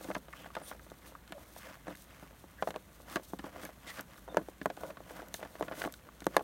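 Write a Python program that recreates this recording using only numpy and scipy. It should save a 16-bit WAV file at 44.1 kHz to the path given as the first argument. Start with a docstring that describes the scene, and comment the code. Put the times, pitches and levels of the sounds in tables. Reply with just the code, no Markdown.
"""Empty plastic tubs knock about in a divided cardboard box as puppies lick and nose them, close up.
Each knock rings a tub's thin floor and thumps the card; teeth and claws snap on the rims, and wet
tongues drag the tubs and smack. Fur brushes the dividers and paws crackle in the dry lawn around the box.
One microphone in the open, with quiet outdoor air and a low hum far off."""
import sys
import numpy as np
from scipy import signal
from scipy.fft import rfft, irfft
from scipy.io import wavfile
from scipy.ndimage import uniform_filter1d

SR = 44100
rng = np.random.default_rng(int(sys.argv[2]) if len(sys.argv) > 2 else 0)


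def bounce(signal):
    """Save signal as a 16-bit WAV file at the path given by the first command-line argument."""
    frames = np.transpose(np.atleast_2d(signal))
    limited = np.clip(frames, -1, 1)
    pcm = np.round(limited * 32767).astype(np.int16)
    wavfile.write(sys.argv[1], SR, pcm)


N = 283563

# a tub knocks on the card: start_s, tub_db, centre_hz, box_db, clack_db, decay_factor
TUB_KNOCKS = [(0.086, -50, 640, -35.5, -52, 2.6), (0.102, -29.5, 660, -38.5, -57, 0.8),
              (0.112, -37, 800, -51, -44, 1.1), (0.151, -32, 1030, -40, -35.5, 1.15),
              (0.164, -33.5, 670, -33.5, -48, 1.2), (0.283, -47, 760, -70, -55, 1.06),
              (0.459, -42, 840, -51, -48, 1.5), (0.552, -43, 840, -64, -39, .75),
              (0.566, -32, 730, -42, -45, 1.4), (0.615, -43.5, 586, -65, -60, 1.2),
              (0.713, -37.5, 815, -45, -52, 1.1), (0.865, -49.5, 740, -51, -70, 1.15),
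              (0.917, -43.5, 560, -45, -70, .5), (1.306, -60, 750, -48, -62, 1.2),
              (1.3221, -39.5, 740, -42.5, -43.5, 1.2), (1.563, -44, 690, -54, -60, .9),
              (1.869, -40, 600, -49, -51, 1.1), (1.881, -38, 664, -37, -46.5, 0.7),
              (2.226, -45.5, 670, -44.5, -65, 1.2), (2.308, -52, 600, -54, -57, 0.82),
              (2.4404, -47, 600, -46.5, -67, 0.46), (2.6236, -23.5, 780, -34.5, -38.5, 1.16),
              (2.6731, -26.5, 786, -40.5, -42, 1.1), (2.687, -34.5, 710, -37, -52, 0.42),
              (2.705, -38, 660, -45, -45, 0.86), (2.741, -44, 640, -58, -49, 0.94),
              (2.7602, -31, 660, -39, -43, .8), (3.001, -48.5, 814, -57, -67, 1),
              (3.111, -46, 850, -44.5, -64, 1), (3.1583, -32.5, 930, -27.5, -30.5, 1.1),
              (3.167, -30, 750, -34.5, -40, 0.87), (3.334, -34.5, 595, -31.5, -59, 0.62),
              (3.392, -39, 1110, -38.5, -42, 1.04), (3.441, -40, 620, -35.5, -52, 1),
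              (3.56, -39, 680, -45, -60, 0.99), (3.633, -51, 640, -42, -45, 1.1),
              (3.652, -49.5, 760, -45, -44, 1.7), (3.993, -50, 1060, -44.5, -38, 0.66),
              (4.345, -33, 540, -60, -51, 0.47), (4.3695, -17, 795, -30, -32.5, 0.73),
              (4.38, -48, 550, -33, -45, 0.6), (4.393, -42, 800, -39, -71, 1),
              (4.412, -48, 500, -41, -74, 1.1), (4.485, -37.5, 580, -64, -59, 0.39),
              (4.614, -45, 580, -36, -39.5, 1), (4.6573, -21.5, 850, -30, -37.5, 0.87),
              (4.7004, -33.5, 493, -64, -43.5, 0.99), (4.7733, -39.5, 570, -50, -55, 1.1),
              (4.834, -32.5, 610, -43, -49, 1.3), (4.904, -39.5, 720, -50, -49, 1.4),
              (4.97, -44.5, 950, -53, -51.5, 1.3), (5.219, -44, 595, -52, -56, 0.16),
              (5.342, -40.5, 615, -46, -43.5, 0.8), (5.428, -35, 695, -44.5, -42.5, 1.1),
              (5.45, -44.5, 870, -46, -51, .8), (5.553, -43.5, 950, -66, -49, 1.4),
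              (5.609, -26, 585, -47, -55, 0.68), (5.625, -29, 750, -34.5, -39.5, 0.76),
              (5.682, -41, 955, -54, -44.5, 1.3), (5.7124, -34, 710, -41, -56, .9),
              (5.72, -40, 840, -43, -46, 2.4), (5.8168, -33.5, 865, -46, -32.5, 0.83),
              (5.839, -33.5, 830, -60, -37, 1), (5.849, -32.5, 694, -38, -40, .7),
              (5.857, -38, 580, -31.5, -48, 1.3), (5.8744, -32.5, 640, -51, -67, 0.51),
              (6.219, -48, 710, -42.5, -50, 1), (6.2668, -22, 550, -25.5, -38, 0.38),
              (6.3433, -47, 700, -61, -49, 0.6), (6.366, -15, 840, -31.5, -26, 0.69),
              (6.379, -31, 600, -57, -49, 0.49), (6.393, -35, 640, -61, -49, 1),
              (6.407, -35, 657, -53, -63, 0.97)]
# teeth and claws on a rim: start_s, peak_db, centre_hz
RIM_SNAPS = [(0.0438, -39.5, 3320), (0.148, -35, 3500), (0.5515, -39, 3990), (0.9004, -44.5, 4420),
             (1.2769, -42.5, 3640), (1.322, -35.5, 3900), (1.954, -40, 6700), (2.7063, -37, 4550),
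             (3.0985, -38, 3650), (3.1577, -29.5, 3950), (3.3885, -40.5, 3920), (3.651, -33, 12800),
             (3.875, -42, 4320), (4.0093, -33, 12900), (4.3701, -37, 9000), (4.658, -33.5, 11000),
             (4.768, -41.5, 3900), (5.2846, -41, 11300), (5.3412, -23.5, 5700), (5.924, -33.5, 9000),
             (5.9393, -35.5, 3400), (6.2046, -38.5, 4080), (6.243, -40, 4230), (6.2567, -44, 12000),
             (6.2668, -27.5, 7600), (6.3665, -17.5, 5870)]
# pushes of a tongue or muzzle across a tub: middle_s, length_s, rub_db, wet_db
TONGUE_STROKES = [(0.05, 0.26, -53.5, -60), (0.41, 0.24, -57.5, -59), (0.64, 0.33, -59.5, -60),
                  (1.067, 0.13, -59, -62.5), (1.416, 0.13, -57, -63), (1.671, 0.31, -63.5, -55.5),
                  (1.899, 0.11, -51.5, -55.5), (2.172, 0.33, -68, -59.5), (2.555, 0.15, -66, -68),
                  (2.745, 0.11, -55.5, -72), (2.89, 0.06, -69, -65), (3.128, 0.17, -54.5, -53),
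                  (3.465, 0.11, -52.5, -56), (3.608, 0.25, -53, -57), (3.885, 0.17, -61, -54.5),
                  (3.983, 0.12, -53, -51), (4.132, .16, -63, -59), (4.359, 0.21, -51, -65),
                  (4.85, .2, -50.5, -62.5), (5.17, 0.4, -52, -58.5), (5.435, .16, -54.5, -57),
                  (5.66, 0.42, -53, -64), (5.822, 0.21, -51.5, -51.5), (6.068, .07, -60, -84),
                  (6.351, 0.19, -55, -57)]
# smacks of lips and tongues: start_s, peak_db, pitch_hz
LIP_SMACKS = [(0.3292, -39, 1920), (0.334, -37, 1440), (0.4453, -36.5, 1370), (0.504, -41.5, 1180),
              (0.726, -42, 1750), (0.795, -43, 1380), (1.152, -37, 1220), (1.951, -41.5, 1940),
              (4.1798, -46, 1240), (5.199, -39.5, 1350), (6.089, -41.5, 1080)]
# fur and muzzles along walls and tubs: start_s, length_s, level_db, centre_hz, width_octaves
FUR_BRUSHES = [(0.347, 0.12, -62, 2950, 0.24), (0.612, 0.097, -57, 9300, 0.099),
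               (0.639, 0.1, -62.5, 3550, 0.14), (0.63, 0.12, -67, 5700, 0.12), (.63, .11, -64, 13000, .25),
               (1.326, 0.059, -49.5, 603, 0.11), (1.646, 0.068, -54, 587, 0.22),
               (2.576, 0.048, -55, 1700, 0.17), (3.093, 0.067, -56, 1150, 0.54),
               (3.86, 0.072, -50.5, 1990, 0.093), (3.859, 0.064, -52.5, 3250, 0.52),
               (3.861, 0.057, -54.5, 6560, 0.65), (4.279, 0.069, -65, 3600, 0.027),
               (4.801, 0.13, -54.5, 576, 0.18)]
# a paw shifts in the grass: middle_s, length_s, level_db
PAW_STEPS = [(0.07, .22, -60.5), (0.4, 0.14, -62.5), (0.69, .14, -56.5), (0.87, 0.25, -64.5),
             (1.07, 0.11, -63.5), (1.54, 0.42, -62.5), (2.01, 0.22, -62), (2.66, 0.21, -62.5),
             (3.14, 0.11, -51.5), (3.31, 0.28, -60), (3.64, 0.1, -57.5), (3.94, 0.13, -58),
             (4.17, 0.1, -65), (4.45, 0.29, -67.5), (4.84, 0.31, -62), (5.14, 0.18, -59.5),
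             (5.36, 0.12, -58), (5.6, 0.35, -62), (5.8, 0.23, -55), (5.96, .08, -56.5), (6.31, 0.37, -69)]
# modes of a tub's thin floor, the card box and a stiff rim: pitch_hz, level_db, t60_s
TUB_MODES = [(346, 2.5, 0.041), (437.5, -2.5, 0.058), (529.5, -1, 0.075), (627, -8, 0.053),
             (656, 9.5, 0.019), (751, 5.5, 0.018), (808, 1.5, 0.02), (867, -0.5, 0.035), (1015, 6.5, 0.024),
             (1100, 5.5, 0.016), (1264, 4.5, 0.028), (1363, -11.5, 0.096), (1570, -31, 0.085)]
BOX_MODES = [(204.5, -1.5, 0.033), (259, -6.5, 0.058), (281, 7.5, 0.017), (336, -8.5, 0.037),
             (397, -7, 0.063)]
RIM_MODES = [(1440, 16, 0.017), (2180, -0.5, 0.027), (3230, -2, 0.0088), (3655, 0, 0.02),
             (4050, -3.5, 0.02), (6500, -30, 0.02), (6610, -2.5, 0.0087), (7630, -4.5, 0.0097),
             (9230, 2, 0.0039), (11600, -17, 0.005), (12700, 6, 0.0073)]
# resonances of a tub pressed and dragged on the card: centre_hz, width_hz, level_db
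RUB_RESONANCES = [(246, 250, -4.5), (553, 240, 0), (706, 150, -1.5), (990, 150, -10.5), (1442, 270, -12.5)]
# spectra of rim clack, wet tongue and outdoor air at the microphone: frequency_hz, level_db
CLACK_SPECTRUM = [(700, -21.5), (1300, -1), (1700, 4.5), (2050, -0.5), (2450, -5.5), (3200, -8),
                  (4200, -14.5), (5200, -18), (9000, -62.5)]
LICK_SPECTRUM = [(400, -34), (800, -6), (1100, -1), (1600, -4), (2000, -3), (2450, -8.5), (3100, -8.5),
                 (3900, -17.5), (5000, -14), (9000, -20.5)]
AIR_SPECTRUM = [(15, -41), (25, -13), (64, 2), (108, -2), (190, -1), (354, -9.5), (659, -13.5),
                (1700, -18.5), (2610, -24), (4370, -25), (4870, -50.5), (6050, -28), (10400, -29),
                (13200, -25.5), (16000, -31)]
# contact tick and dry grass crackle, both with the microphone's notches near 5, 7.3 and 10.3 kHz:
# frequency_hz, level_db
TICK_AT_MIC = [(1500, -18), (3500, -6), (5000, -10.5), (6100, 3.5), (7400, -3), (8500, 0), (10200, -10.5),
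               (11300, 0), (13500, -26), (16000, -7)]
GRASS_AT_MIC = [(1500, -28), (3500, 5.5), (5000, 1), (6200, 5), (7400, 0.5), (8800, 5.5), (10300, 0.5),
                (11500, 4), (16000, 1)]
# short ring of the box's compartments: frequency_hz, t60_s
COMPARTMENT_DECAY = [(150, 0.18), (600, 0.051), (1500, 0.044), (4000, 0.028), (14000, 0.03)]


def knock(tub_db, centre_hz, box_db, clack_db, decay_factor):
    """A nudged tub ticks on the card, its rim clacks, its floor rings and the box thumps."""
    t = np.arange(SR // 8) / SR
    # the tick grows with ring and clack, and is sharper when the tub is held tight and rings briefly
    tick_db = (tub_db + clack_db) / 2 - 18.5 - 10.5 * (decay_factor - 1)
    tub = ring(TUB_MODES, t, decay_factor, lag=0.029, centre_hz=centre_hz, octaves=0.71, flex=0.052)
    box = ring(BOX_MODES, t, decay_factor, lag=0.016, centre_hz=260, octaves=0.92, flex=0.072)
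    out = amp(tub_db) * tub + amp(box_db) * box
    add(out, .0004, amp(clack_db) * chatter(CLACK_SPECTRUM, t, t60_s=0.027 * decay_factor))
    add(out, .0004, amp(tick_db) * chatter(TICK_AT_MIC, t, t60_s=0.015 * decay_factor))
    return out


def tub_knocks():
    """The tubs are shoved against the walls and floor of the box."""
    out = np.zeros(N)
    for start_s, *blow in TUB_KNOCKS:
        add(out, start_s, knock(*blow))
    return out


def tub_rattles(per_s=7, most_per_stroke=3):
    """Each stroke may rattle its tub a few times; harder pushes rattle louder."""
    out = np.zeros(N)
    for middle_s, length_s, rub_db, _ in TONGUE_STROKES:
        tub_db = rub_db + 10
        for chance, place in rng.random((most_per_stroke, 2)):
            if chance < per_s * length_s / most_per_stroke:
                rattle = knock(tub_db, 670, box_db=tub_db - 13, clack_db=tub_db - 19, decay_factor=0.84)
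                add(out, middle_s + length_s * (place - .5), rattle)
    return out


def rim_snaps():
    """Teeth and claws, hard and small, excite the high modes of a rim."""
    out, t = np.zeros(N), np.arange(SR // 16) / SR
    for start_s, peak_db, hz in RIM_SNAPS:
        rim = ring(RIM_MODES, t, decay_factor=0.82, lag=0.01954, centre_hz=hz, octaves=0.83, flex=.008)
        tick = chatter(TICK_AT_MIC, t, t60_s=0.01)
        add(out, start_s, amp(peak_db) * unit_peak(rim + 0.7 * tick))
    return out


def ring(modes, t, decay_factor, lag, centre_hz, octaves, flex):
    """Struck modes; the spot that is hit weights them, flexing detunes them, the low ones arrive late."""
    hz, db, t60_s = np.transpose(modes)[:, :, None]
    spot, bend = rng.standard_normal((2, len(hz), 1))
    weight = amp(db + 2 * spot) * bell(hz, centre_hz, octaves)
    age_s = np.maximum(t - lag / np.sqrt(hz), 0)  # bending waves speed up with the root of frequency
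    decay = amp(-60 * age_s / (t60_s * decay_factor))
    waves = weight * decay * np.sin(2 * np.pi * hz * (1 + flex * bend) * age_s)
    # small, light things push out no deep bass
    low_cut = signal.butter(4, 0.93 * hz.min(), "highpass", fs=SR, output="sos")
    return unit_hit(signal.sosfilt(low_cut, waves.sum(0)))


def chatter(spectrum, t, t60_s):
    """A brief chatter of contact: noise that dies away fast."""
    return unit_hit(colour(rng.standard_normal(len(t)) * amp(-60 * t / t60_s), spectrum))


def licking():
    """Tongues drag the tubs over the card and work wetly on the plastic, nuzzling between strokes."""
    drag = slips(per_s=300, spread_db=3.5, smooth=0.49)
    rub = unit_rms(resonate(drag, RUB_RESONANCES)) * amp(2 * wander(45))
    lick = slips(per_s=280, spread_db=3.0, smooth=0.99)
    tongue = unit_rms(colour(lick, LICK_SPECTRUM)) * amp(1.74 * wander(50))
    wet = tongue + amp(-8.5) * saliva_bubbles()
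    rub_gain = swells([(s, length_s, db) for s, length_s, db, _ in TONGUE_STROKES], rest_db=-70.5)
    wet_gain = swells([(s, length_s, db) for s, length_s, _, db in TONGUE_STROKES], rest_db=-68.5)
    return rub * rub_gain + wet * wet_gain


def saliva_bubbles():
    """Stray bubbles of saliva pop, each size with its own pitch."""
    out, pitches_hz = np.zeros(N), np.geomspace(1200, 3700, 8)
    for hz in pitches_hz:
        pops = slips(per_s=9, spread_db=1.0, smooth=0)
        out += resonate(pops, [(hz, hz / 4, 0)]) * pitches_hz[0] / hz
    return unit_rms(out)


def lip_smacks(t60_s=0.021):
    """A film of saliva parts, and the little cavity behind it sputters."""
    out, t = np.zeros(N), np.arange(SR // 16) / SR
    for start_s, peak_db, pitch_hz in LIP_SMACKS:
        sputter = noise_band(len(t), pitch_hz, octaves=0.33) * amp(-60 * t / t60_s)
        add(out, start_s, amp(peak_db) * unit_peak(sputter))
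    return out


def compartments(x):
    """The card walls scatter each sound for a moment; the open lawn returns nothing."""
    hz, t, noise = signal.stft(rng.standard_normal(SR // 4), SR, nperseg=256)
    decay = amp(-60 * t / value_at(COMPARTMENT_DECAY, hz)[:, None])
    tail = signal.istft(noise * decay, SR, nperseg=256)[1]
    tail *= np.clip(np.arange(len(tail)) / SR / 0.0015 - .5, 0, 1)  # fades in after the direct sound
    return signal.oaconvolve(x, tail / np.linalg.norm(tail))[:N]


def fur_brushes():
    """Fur and muzzles slide along walls and tubs in soft swells of friction; the narrowest squeak."""
    out = np.zeros(N)
    for start_s, length_s, level_db, centre_hz, octaves in FUR_BRUSHES:
        count = round(length_s * SR)
        friction = noise_band(SR // 2, centre_hz, octaves)[:count]
        add(out, start_s, amp(level_db) * friction * signal.windows.tukey(count, .6))
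    return out


def paws_in_grass():
    """Dry blades of grass crackle under shifting feet; the litter never stands quite still."""
    gain = swells(PAW_STEPS, rest_db=-70) * amp(3.2 * wander(60))
    crackle = slips(per_s=220, spread_db=4.0, smooth=1.9)
    return gain * unit_rms(colour(crackle, GRASS_AT_MIC))


def outdoors(air_db=-60, hum_db=-63.5):
    """Quiet air over the lawn and, far off, a hum that wavers in pitch and level."""
    air = unit_rms(colour(rng.standard_normal(N), AIR_SPECTRUM, size=16384))
    hum_hz = 56.8 + 2.22 * wander(32)
    hum = np.sin(2 * np.pi * np.cumsum(hum_hz) / SR) * amp(2 * wander(13))
    return amp(air_db) * air + amp(hum_db) * unit_rms(hum)


def slips(per_s, spread_db, smooth):
    """Tiny slips of unequal size over a smooth friction noise."""
    size = amp(spread_db * np.minimum(rng.exponential(1, N), 4)) * rng.choice([-1, 1], N)
    impulses = unit_rms(size * (rng.random(N) < per_s / SR))
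    return unit_rms(impulses + smooth * rng.standard_normal(N))


def swells(movements, rest_db):
    """Gain of movements whose pressure builds and eases, over a resting level."""
    t, power = np.arange(N) / SR, np.full(N, amp(rest_db) ** 2)
    for middle_s, length_s, level_db in movements:
        inside = abs(t - middle_s) < length_s / 2
        pressure = abs(np.cos(np.pi * (t[inside] - middle_s) / length_s)) ** 1.31
        power[inside] += (amp(level_db) * pressure) ** 2
    return np.sqrt(power)


def wander(per_s):
    """Random drift of rms 1."""
    knots = rng.standard_normal(4000)
    return unit_rms(np.interp(np.arange(N) / SR * per_s, np.arange(len(knots)), knots))


def resonate(x, resonances):
    """Passes x through broad resonances, each applied twice for steep flanks."""
    out = np.zeros(len(x))
    for hz, width_hz, level_db in resonances:
        b, a = signal.iirpeak(hz, hz / width_hz, fs=SR)
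        delayed = np.roll(x, round(SR / hz))
        out += amp(level_db) * signal.lfilter(b, a, signal.lfilter(b, a, delayed))
    return out


def colour(x, spectrum, size=4096):
    """Causal filter with the given spectrum."""
    log_gain = np.log(amp(value_at(spectrum, abs(np.fft.fftfreq(size, 1 / SR)))))
    taps = np.fft.ifft(np.exp(np.conj(signal.hilbert(log_gain)))).real
    return signal.oaconvolve(x, taps[:size // 2])[:len(x)]


def noise_band(count, centre_hz, octaves):
    """Noise in one bell-shaped band."""
    hz = np.fft.rfftfreq(count, 1 / SR) + 1
    return unit_rms(irfft(rfft(rng.standard_normal(count)) * bell(hz, centre_hz, octaves), count))


def bell(hz, centre_hz, octaves):
    """Bell curve on a log-frequency axis."""
    return np.exp(-.5 * (np.log2(hz / centre_hz) / octaves) ** 2)


def value_at(table, hz):
    """Reads a table on a log-frequency axis."""
    table_hz, values = np.transpose(table)
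    return np.interp(np.log(hz + 1), np.log(table_hz + 1), values)


def add(mix, start_s, sound):
    """Mixes a sound in at start_s."""
    part = mix[max(round(start_s * SR), 0):][:len(sound)]
    part += sound[:len(part)]


def amp(db):
    """Decibels to gain."""
    return 10 ** (np.asarray(db) / 20)


def unit_rms(x):
    """Scales to rms 1."""
    return x / np.sqrt(np.mean(x ** 2) + 1e-20)


def unit_hit(x):
    """Scales a hit so that its loudest three milliseconds have rms 1."""
    return x / np.sqrt(uniform_filter1d(x ** 2, 128, mode="constant").max() + 1e-20)


def unit_peak(x):
    """Scales a click to peak 1."""
    return x / abs(x).max()


def scene():
    """Tubs and tongues up close share the box's short ring; fur, grass and air arrive dry. Mono."""
    box = tub_knocks() + tub_rattles() + rim_snaps() + lip_smacks() + licking()
    return (box + amp(-17) * compartments(box) + fur_brushes() + paws_in_grass() + outdoors())[None]


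def record(dry):
    """The recorder cuts off above 16 kHz."""
    low_pass = signal.firwin(511, 16000, window=("kaiser", 9), fs=SR)
    return signal.oaconvolve(dry, low_pass[None], "same")


dry = scene()
out = record(dry)
bounce(out)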